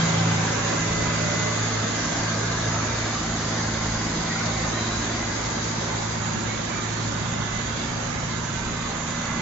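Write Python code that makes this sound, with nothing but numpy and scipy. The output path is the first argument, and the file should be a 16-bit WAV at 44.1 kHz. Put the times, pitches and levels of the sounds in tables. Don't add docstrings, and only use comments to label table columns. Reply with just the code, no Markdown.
import sys
import numpy as np
from scipy import signal
from scipy.fft import rfft, irfft
from scipy.io import wavfile
from scipy.ndimage import uniform_filter1d

SR = 44100
rng = np.random.default_rng(int(sys.argv[2]) if len(sys.argv) > 2 else 0)


def pcm_store(signal):
    levels = np.round(np.clip(np.atleast_2d(signal), -1, 1) * 32767)
    wavfile.write(sys.argv[1], SR, levels.astype(np.int16).T)


N = 414981
T = np.arange(N) / SR
FRAME_T = np.arange(N // 512 + 5) * 512 / SR
BIN_HZ = np.fft.rfftfreq(2048, 1 / SR)
BACKED_OFF_S = 3.4


# time in seconds, roar in dB, film hiss in dB.
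WALK_LEVELS = [(0, -29, -32.5), (1.3, -30.5, -34), (3.3, -32, -35.5), (5, -32, -35.5), (6.5, -33, -37),
               (8.5, -33.5, -38), (9.41, -33, -37.5)]
# frequency in Hz, relative density in dB.
FRAME_SPECTRUM = [(10, -24), (25, -6.5), (45, -3.5), (70, -3), (105, 0), (150, 2), (200, 3), (260, -0.5),
                  (330, -2.5), (400, -3), (520, -13.5), (900, -37)]
# frequency in Hz, relative density in dB.
ROLLER_SPECTRUM = [(200, -33), (400, -5), (520, 1), (610, 2), (850, 1), (1050, 1), (1350, -1), (1620, -0.5),
                   (1900, -3), (2100, -3.5), (2500, -9), (3000, -13.5), (4500, -36)]
# frequency in Hz, relative density in dB.
FILM_SPECTRUM = [(1800, -25.5), (2600, -10.5), (3100, -7), (3700, -1), (4300, -3), (4800, -1.5),
                 (5350, -4.5), (5900, -3), (6250, 0.5), (6420, -2), (6800, 1), (7050, -3), (7450, -7.5),
                 (8000, -24)]


def machinery(frame_trim_db=-1.07, frame_fade_db_per_s=0.22, rollers_trim_db=-0.3, film_trim_db=-0.05,
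              chatter_db=0.5, flap_db=0.52):
    roar_db, hiss_db = curve(WALK_LEVELS, T)
    frame_db = roar_db + frame_trim_db - frame_fade_db_per_s * T
    rollers_db = roar_db + rollers_trim_db + chatter_db * wander(rate_hz=65)
    film_db = hiss_db + film_trim_db + flap_db * wander(rate_hz=32)
    frame = rush(FRAME_SPECTRUM, frame_db, patchy_db=1, ripple_db=1.5)
    rollers = rush(ROLLER_SPECTRUM, rollers_db, patchy_db=1.0, ripple_db=1.83)
    film = rush(FILM_SPECTRUM, film_db, patchy_db=1.5, ripple_db=2.0)
    return frame + rollers + film


# frequency in Hz, base correlation, phase lag of the left port in rad.
PORT_LIKENESS = [(50, .997, 0), (100, .98, 0), (150, .88, .05), (220, .85, .05), (330, .84, .15),
                 (440, .55, 1), (580, .5, 1.45), (780, .2, 0), (1100, .5, -.15), (1600, .47, -.15),
                 (1880, .05, 0), (2200, .04, 0), (3900, .005, 0), (7500, .002, 0)]
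# time in seconds, nominal left-port lag in s, diffuseness (1 = usual).
BEARING_PATH = [(0, 0, 1.5), (.7, 0, 0.96), (1.3, 0.00057, 1), (2.3, 0, 0.83), (3.4, 0, .6),
                (4.5, 0.000025, 0.82), (5.3, 0, 1.1), (6.2, 0.00026, 1.9), (7.25, 0.00047, 1.7),
                (7.8, 0.00012, 1.8), (8.5, 0.00052, 1), (9.41, 0.00015, 0.54)]
# frequency in Hz, difference in dB.
OPEN_TILT = [(350, 0), (600, -3.5), (780, -2.5), (1100, -1.5), (2200, 1), (3200, -4.5), (3700, -2.5),
             (4400, 1.5), (5400, -0.5), (6000, -4.5), (6600, -10.5), (7500, -2.5)]
# frequency in Hz, left in dB, right in dB.
CABINET_SHADE = [(300, 2, 3), (704, -2, -3), (1120, -0.5, 0), (1800, -7.5, 4.5), (2400, -3, 3),
                 (3220, 4, 1.5), (4000, -5.5, 1.5), (5000, -5.5, -1.5), (6640, -1.5, -0.5),
                 (7400, -0.5, 1.5)]
# frequency in Hz, boost in dB.
CLOSENESS = [(40, -14), (150, 1), (300, -6), (450, -1), (680, -5), (1000, 0.5), (1800, 2), (2800, 5),
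             (4500, -4.5), (7000, 0)]
CLOSE_SHARE = 0.45
HIDDEN_SHARE, HIDING_FROM_S, HIDDEN_BY_S = 0.76, 5.9, 6.35
BENDS_FROM_HZ, BENDS_BELOW_HZ = 170, 300
PORT_RIPPLE_DB, PORTS_DIFFER_HZ = 1.23, 1500
RUMBLE_HZ, RUMBLE_WIDTH_HZ = 50, 35


def rush(spectrum, level_db, patchy_db, ripple_db):
    a, b, c, d = rng.standard_normal((4, len(FRAME_T), len(BIN_HZ)))
    left, other = a + 1j * b, c + 1j * d
    likeness, lag_rad = colour(PORT_LIKENESS)
    lag_s, diffuse = curve(BEARING_PATH, FRAME_T)[:, :, None]
    same = np.clip(likeness, 0, 1) ** np.abs(diffuse)
    bend = ramp(BIN_HZ, 0, BENDS_FROM_HZ) / (1 + (BIN_HZ / BENDS_BELOW_HZ) ** 4)
    lag_rad = lag_rad + 2 * np.pi * BIN_HZ * lag_s * bend
    right = np.exp(1j * lag_rad) * (same * left + np.sqrt(1 - same ** 2) * other)

    close = CLOSE_SHARE * (1 - ramp(FRAME_T[:, None], 0, BACKED_OFF_S))
    hidden = HIDDEN_SHARE * ramp(FRAME_T[:, None], HIDING_FROM_S, HIDDEN_BY_S)
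    db = colour(spectrum) + patchy_db * blotches(frames=6, bins=12)
    shared = blotches(frames=30, bins=2)
    apart = blotches(frames=20, bins=2) * ramp(BIN_HZ, 0, PORTS_DIFFER_HZ)
    db = db + ripple_db * shared + PORT_RIPPLE_DB * np.array([apart, -apart])
    db = db + close * colour(CLOSENESS) + local_swells()
    db = db + rumbling(FRAME_T[:, None]) * bump(BIN_HZ, RUMBLE_HZ, RUMBLE_WIDTH_HZ)
    tilt = colour(OPEN_TILT)
    db = db + np.array([tilt, -tilt]) / 2 + hidden * colour(CABINET_SHADE)[:, None]

    bins = np.array([left, right]) * gain_of(db)
    x = signal.istft(bins, nperseg=2048, noverlap=1536, time_axis=1, freq_axis=2)[1][:, :N]
    return gain_of(level_db) * x / np.std(x.mean(0))


# time of peak in seconds, reach in s, pitch at peak in Hz, glide in Hz per s, width in Hz, boost in dB.
LOCAL_SWELLS = [(.15, 0.4, 758, 1.5, 28, 10.5), (1.1, 1.4, 435, 13.5, 24, 7.5),
                (1.4, 0.93, 600, 68.5, 30, 7.5), (2.2, 0.78, 1590, 128, 76, 4), (4.1, 3, 321.5, 0.5, 38, 6),
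                (1.8, 1.4, 873, 0, 140, -2.5), (4.8, 0.54, 2280, -0.5, 220, 3),
                (9.2, 0.26, 1200, 1, 55, 2.5), (.2, 0.31, 150, 2.5, 30, 0), (0.83, .45, 810, 0.5, 80, -2.5),
                (.6, 1, 1930, 0.5, 59, -2.5), (7.3, .8, 1900, 0.5, 80, -1.5), (.7, 1.3, 300, 1.5, 37, 4),
                (.2, .5, 550, -0.5, 50, 3.5), (7, 1, 365, 19.5, 26, 4), (6.9, .8, 650, -2.5, 150, -2),
                (9.1, .7, 235, 1, 25, 2.5), (9.1, .6, 720, 0, 90, -3), (4.4, .6, 900, 0, 76, -2.5),
                (2, 1.2, 1050, 0.5, 120, -1), (3.7, .6, 3300, 0, 400, 1.5), (3.9, 1, 500, 0.5, 39, 1),
                (5.2, .35, 180, 0, 25, -3)]


def local_swells():
    t = FRAME_T[:, None]
    return sum(db * bump(t, s, reach_s) * bump(BIN_HZ, hz + glide * (t - s), width_hz)
               for s, reach_s, hz, glide, width_hz, db in LOCAL_SWELLS)


# time in seconds, boost in dB.
RUMBLE_SWELLS = [(1, 10), (2.6, 5.5), (1.9, -2.5), (3.87, 4), (4.3, 2.5), (4.88, 5.5), (6.75, -6),
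                 (7.58, 8), (8.2, 3.5), (8.72, 9.5), (9.25, 3.5)]
RUMBLE_REACH_S = .17


def rumbling(t):
    return sum(db * bump(t, s, RUMBLE_REACH_S) for s, db in RUMBLE_SWELLS)


# time in seconds, 4th order in dB, 6th order in dB.
STRONG_ORDERS = [(0, -37, -22), (.2, -27.5, -24.5), (.4, -28, -27), (.52, -32.5, -32.5), (.7, -32, -33),
                 (.82, -33, -29.5), (1.12, -29.5, -31.5), (1.28, -31.5, -29.5), (1.6, -30.5, -34.5),
                 (2.2, -31.5, -34), (2.7, -31, -32.5), (3.5, -32.5, -35), (4.6, -32.5, -33),
                 (5, -34.5, -43), (5.75, -32, -36), (6.5, -33.5, -37.5), (6.9, -31, -41), (7.5, -34, -39),
                 (8.3, -36, -37.5), (9.41, -41, -36)]
# time in seconds, 4th order depth in dB, 6th order depth in dB.
CYLINDER_SAGS = [(.9, -1, 3), (2.06, 7, 6), (3.24, 6.5, 10), (4.209, 8.5, 3), (5.55, 3.5, 5), (6.7, 11, 3),
                 (7.819, 2.5, 8), (9, 3, 3)]
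# multiple of shaft speed, base level in dB, crest time in s, swell in dB.
WEAK_ORDERS = [(2, -49.5, 4.1, 7.5), (3, -52, 4.1, 5.5), (5, -49.5, 8.5, 10), (8, -46.5, 4.2, 9),
               (10, -56, 1.8, 9)]
SHAFT_HZ, FOURTH, SIXTH = 27.58, 4, 6
SAG_REACH_S, SIXTH_EARLY_S, DRAG_REACH_S = .14, .23, .28
THROB_UNTIL_S, CREST_REACH_S = 1.1, 1.6


def motor(waver_share=0.003095, fourth_trim_db=-0.44, sixth_trim_db=-1.7, unsteady_db=0.67, flutter_db=1.5,
          drag_s=0.0021, throb_rms=0.2):
    hz = SHAFT_HZ * (1 + waver_share * wander(rate_hz=3.1))
    fourth_db, sixth_db = curve(STRONG_ORDERS, T)
    fourth_db = fourth_db - sum(depth * bump(T, s, SAG_REACH_S) for s, depth, _ in CYLINDER_SAGS)
    sixth_db = sixth_db - sum(depth * bump(T, s - SIXTH_EARLY_S, SAG_REACH_S) for s, _, depth in CYLINDER_SAGS)
    fourth_db = fourth_db + fourth_trim_db + unsteady_db * wander(rate_hz=6.3)
    sixth_db = sixth_db + sixth_trim_db + unsteady_db * wander(rate_hz=15)

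    behind_s = drag_s * sum(bump(T, s, DRAG_REACH_S) for s, _, _ in CYLINDER_SAGS)
    hum = gain_of(fourth_db) * sine(FOURTH * hz * (1 - np.gradient(behind_s, T)))
    hum += gain_of(sixth_db) * sine(SIXTH * hz)
    hum *= 1 + throb_rms * (1 - ramp(T, 0, THROB_UNTIL_S)) * sine(hz)
    for order, base_db, crest_s, swell_db in WEAK_ORDERS:
        db = base_db + swell_db * bump(T, crest_s, CREST_REACH_S) + flutter_db * wander(rate_hz=3.1)
        hum += gain_of(db) * sine(order * hz)
    return from_right(hum)


# time in seconds, level in dB.
WHINE_LEFT_LEVELS = [(0, -35), (.35, -36), (.45, -47), (.8, -46), (1.1, -43), (1.24, -48), (1.45, -32),
                     (1.65, -45), (2, -49), (2.25, -43), (2.75, -58), (3, -40.5), (4, -54.5), (4.3, -39.5),
                     (4.85, -49), (5.8, -52), (6.2, -55), (6.9, -54), (7.35, -46.5), (7.8, -60),
                     (8.55, -50), (8.85, -40), (9.05, -56), (9.41, -55)]
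# time in seconds, level in dB.
WHINE_RIGHT_LEVELS = [(0, -48.5), (.55, -44.5), (.75, -38.5), (1.15, -33.5), (1.4, -35.5), (1.55, -45),
                      (1.85, -42), (2.35, -51), (2.85, -41.5), (3.15, -46), (3.75, -42), (4.1, -48),
                      (5.3, -43.5), (6, -49), (6.85, -46), (7.3, -48), (7.45, -38), (7.6, -34), (7.74, -50),
                      (8, -56), (8.2, -42), (8.45, -48), (8.95, -53), (9.1, -43), (9.41, -35)]
WHISTLE_PITCHES_HZ = [3947, 4065, 6741]
# fuzz width in Hz, level in dB before the port split.
WHISTLE_SHAPES = [(8, -62.5), (14, -62.5), (20, -53)]
WHINE_HZ, WHINE_RISE_HZ, WHINE_RISEN_S = 2027.5, 2.8, 3


def inverter(whine_trim_db=-0.9, waver_hz=0.62, roaming_rad=1.0, flutter_db=0.8):
    hz = WHINE_HZ + WHINE_RISE_HZ * ramp(T, 0, WHINE_RISEN_S) + waver_hz * wander(rate_hz=5.1)
    phase = 2 * np.pi * np.cumsum(hz) / SR
    apart_rad = roaming_rad * wander(rate_hz=0.81) * ramp(T, 0, BACKED_OFF_S)
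    whine = []
    for levels, side in ((WHINE_LEFT_LEVELS, 1), (WHINE_RIGHT_LEVELS, -1)):
        db = curve(levels, T)[0] + whine_trim_db + flutter_db * wander(rate_hz=5)
        whine.append(gain_of(db) * np.sqrt(2) * np.sin(phase + side * apart_rad / 2))
    whistles = sum(gain_of(db) * whistle(pitch_hz, width_hz, steady=.1)
                   for pitch_hz, (width_hz, db) in zip(WHISTLE_PITCHES_HZ, WHISTLE_SHAPES))
    return np.array(whine) + whistles * ports(right_db=12.0)


FAN_HZ, FAN_DB = 236.7, -40.5
CABINET_PASSED_S, CABINET_REACH_S = 7.22, 0.98
DRONE_IDLE_HZ, DRONE_START_S, DRONE_HZ_PER_S = 50.7, 2.7, 3.5
DRONE_DB, DRONE_LOUDEST_S, DRONE_RISE_DB_PER_S, DRONE_FALL_DB_PER_S = -43, 3.4, 8, 1.5


def fan_and_drone(shaded_db=7, rumble_share=0.38):
    shade_db = shaded_db * bump(T, CABINET_PASSED_S, CABINET_REACH_S)
    fan_db = FAN_DB - shade_db + 1.1 * wander(rate_hz=0.65)
    fan = gain_of(fan_db) * sine(FAN_HZ + 0.42 * wander(rate_hz=1.8))
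    drone_hz = DRONE_IDLE_HZ + DRONE_HZ_PER_S * np.maximum(T - DRONE_START_S, 0)
    since_s = T - DRONE_LOUDEST_S
    drone_db = DRONE_DB + np.minimum(DRONE_RISE_DB_PER_S * since_s, -DRONE_FALL_DB_PER_S * since_s)
    drone_db = drone_db + rumble_share * rumbling(T) + 1.2 * wander(rate_hz=4)
    return from_right(fan + gain_of(drone_db) * sine(drone_hz))


# start in seconds, length before release in s, pitch in Hz, glide in Hz per s,
# fuzz width in Hz, level in dB before trim and envelope.
ROLLER_SQUEAKS = [(3, 0.071, 1940, 0, 30, -45), (2.8, .2, 2380, 0, 25, -47.5),
                  (4.293, 0.059, 1900, 150, 60, -35), (4.32, 0.076, 2055, 750, 25, -39),
                  (4.727, 0.26, 3955, 0, 45, -43.5), (4.72, .18, 3160, 0, 110, -47),
                  (4.73, 0.082, 1850, 0, 140, -39), (4.75, .25, 2480, 0, 90, -54),
                  (5.88, .08, 2088, 0, 28, -43), (6.45, 0.11, 2190, 0, 25, -43),
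                  (6.45, 0.11, 2350, 0, 25, -51), (6.446, 0.15, 3650, 0, 30, -50),
                  (6.7, 0.25, 2220, 3, 50, -50), (6.698, 0.2, 2350, 0, 25, -50),
                  (6.95, .1, 3300, 0, 25, -55), (7.12, .2, 3700, 0, 25, -51)]
SQUEAK_TRIM_DB = 0.5


def squeaks(attack_s=0.019, release_s=.08, fall_db=5, right_db=2):
    out = np.zeros((2, N))
    for s, length_s, hz, glide, width_hz, db in ROLLER_SQUEAKS:
        t = np.clip(T - s, 0, length_s + release_s)
        envelope = ramp(t, 0, attack_s) * (1 - ramp(t, length_s, length_s + release_s))
        swell = gain_of(db + fall_db * (.5 - (t / length_s) ** 2)) * envelope
        out += swell * whistle(hz + glide * t, width_hz, steady=0.4)
    return out * ports(right_db) * gain_of(SQUEAK_TRIM_DB)


def sine(hz):
    return np.sqrt(2) * np.sin(2 * np.pi * (np.cumsum(hz) / SR + rng.random()))


def whistle(hz, width_hz, steady):
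    fuzz = np.array([wander(width_hz / 2) + 1j * wander(width_hz / 2) for port in range(2)])
    steady = np.clip(steady, 0, 1)
    carrier = np.exp(2j * np.pi * np.cumsum(hz * np.ones(N)) / SR)
    return ((np.sqrt(2 * steady) + np.sqrt(1 - steady) * fuzz) * carrier).real


def from_right(x, lag_share=0.62):
    lag_s = lag_share * curve(BEARING_PATH, T)[0]
    return np.array([np.interp(T - lag_s / 2, T, x), np.interp(T + lag_s / 2, T, x)])


def ports(right_db):
    return gain_of([[-right_db / 2], [right_db / 2]])


def wander(rate_hz):
    steps = np.arange(0, 16, 1 / 512)
    hz = np.fft.rfftfreq(len(steps), steps[1])
    slow = irfft(rfft(rng.standard_normal(len(steps))) / (1 + (hz / rate_hz) ** 4))
    return evened(np.interp(T, steps, slow))


def blotches(frames, bins):
    field = rng.standard_normal((len(FRAME_T), len(BIN_HZ)))
    return evened(uniform_filter1d(uniform_filter1d(field, size=frames, axis=0), size=bins, axis=1))


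def curve(rows, t):
    s, *columns = np.transpose(rows)
    return np.array([np.interp(t, s, c) for c in columns])


def colour(rows):
    hz, *columns = np.transpose(rows)
    return np.array([np.interp(np.log(BIN_HZ + 1), np.log(hz), c) for c in columns])


def ramp(t, start, end):
    return np.clip((t - start) / (end - start), 0, 1)


def bump(t, middle, reach):
    return np.exp(-((t - middle) / reach) ** 2)


def gain_of(db):
    return 10 ** (np.asarray(db) / 20)


def evened(x):
    return x / np.sqrt(np.mean(x ** 2) + 1e-20)


def scene():
    return machinery() + motor() + inverter() + fan_and_drone() + squeaks()


EDGE_HZ = 7530


def record(dry):
    low_pass = signal.firwin(1501, EDGE_HZ, window=("kaiser", 9), fs=SR)
    return signal.oaconvolve(dry, low_pass[None], "same", axes=1)


dry = scene()
out = record(dry)
pcm_store(out)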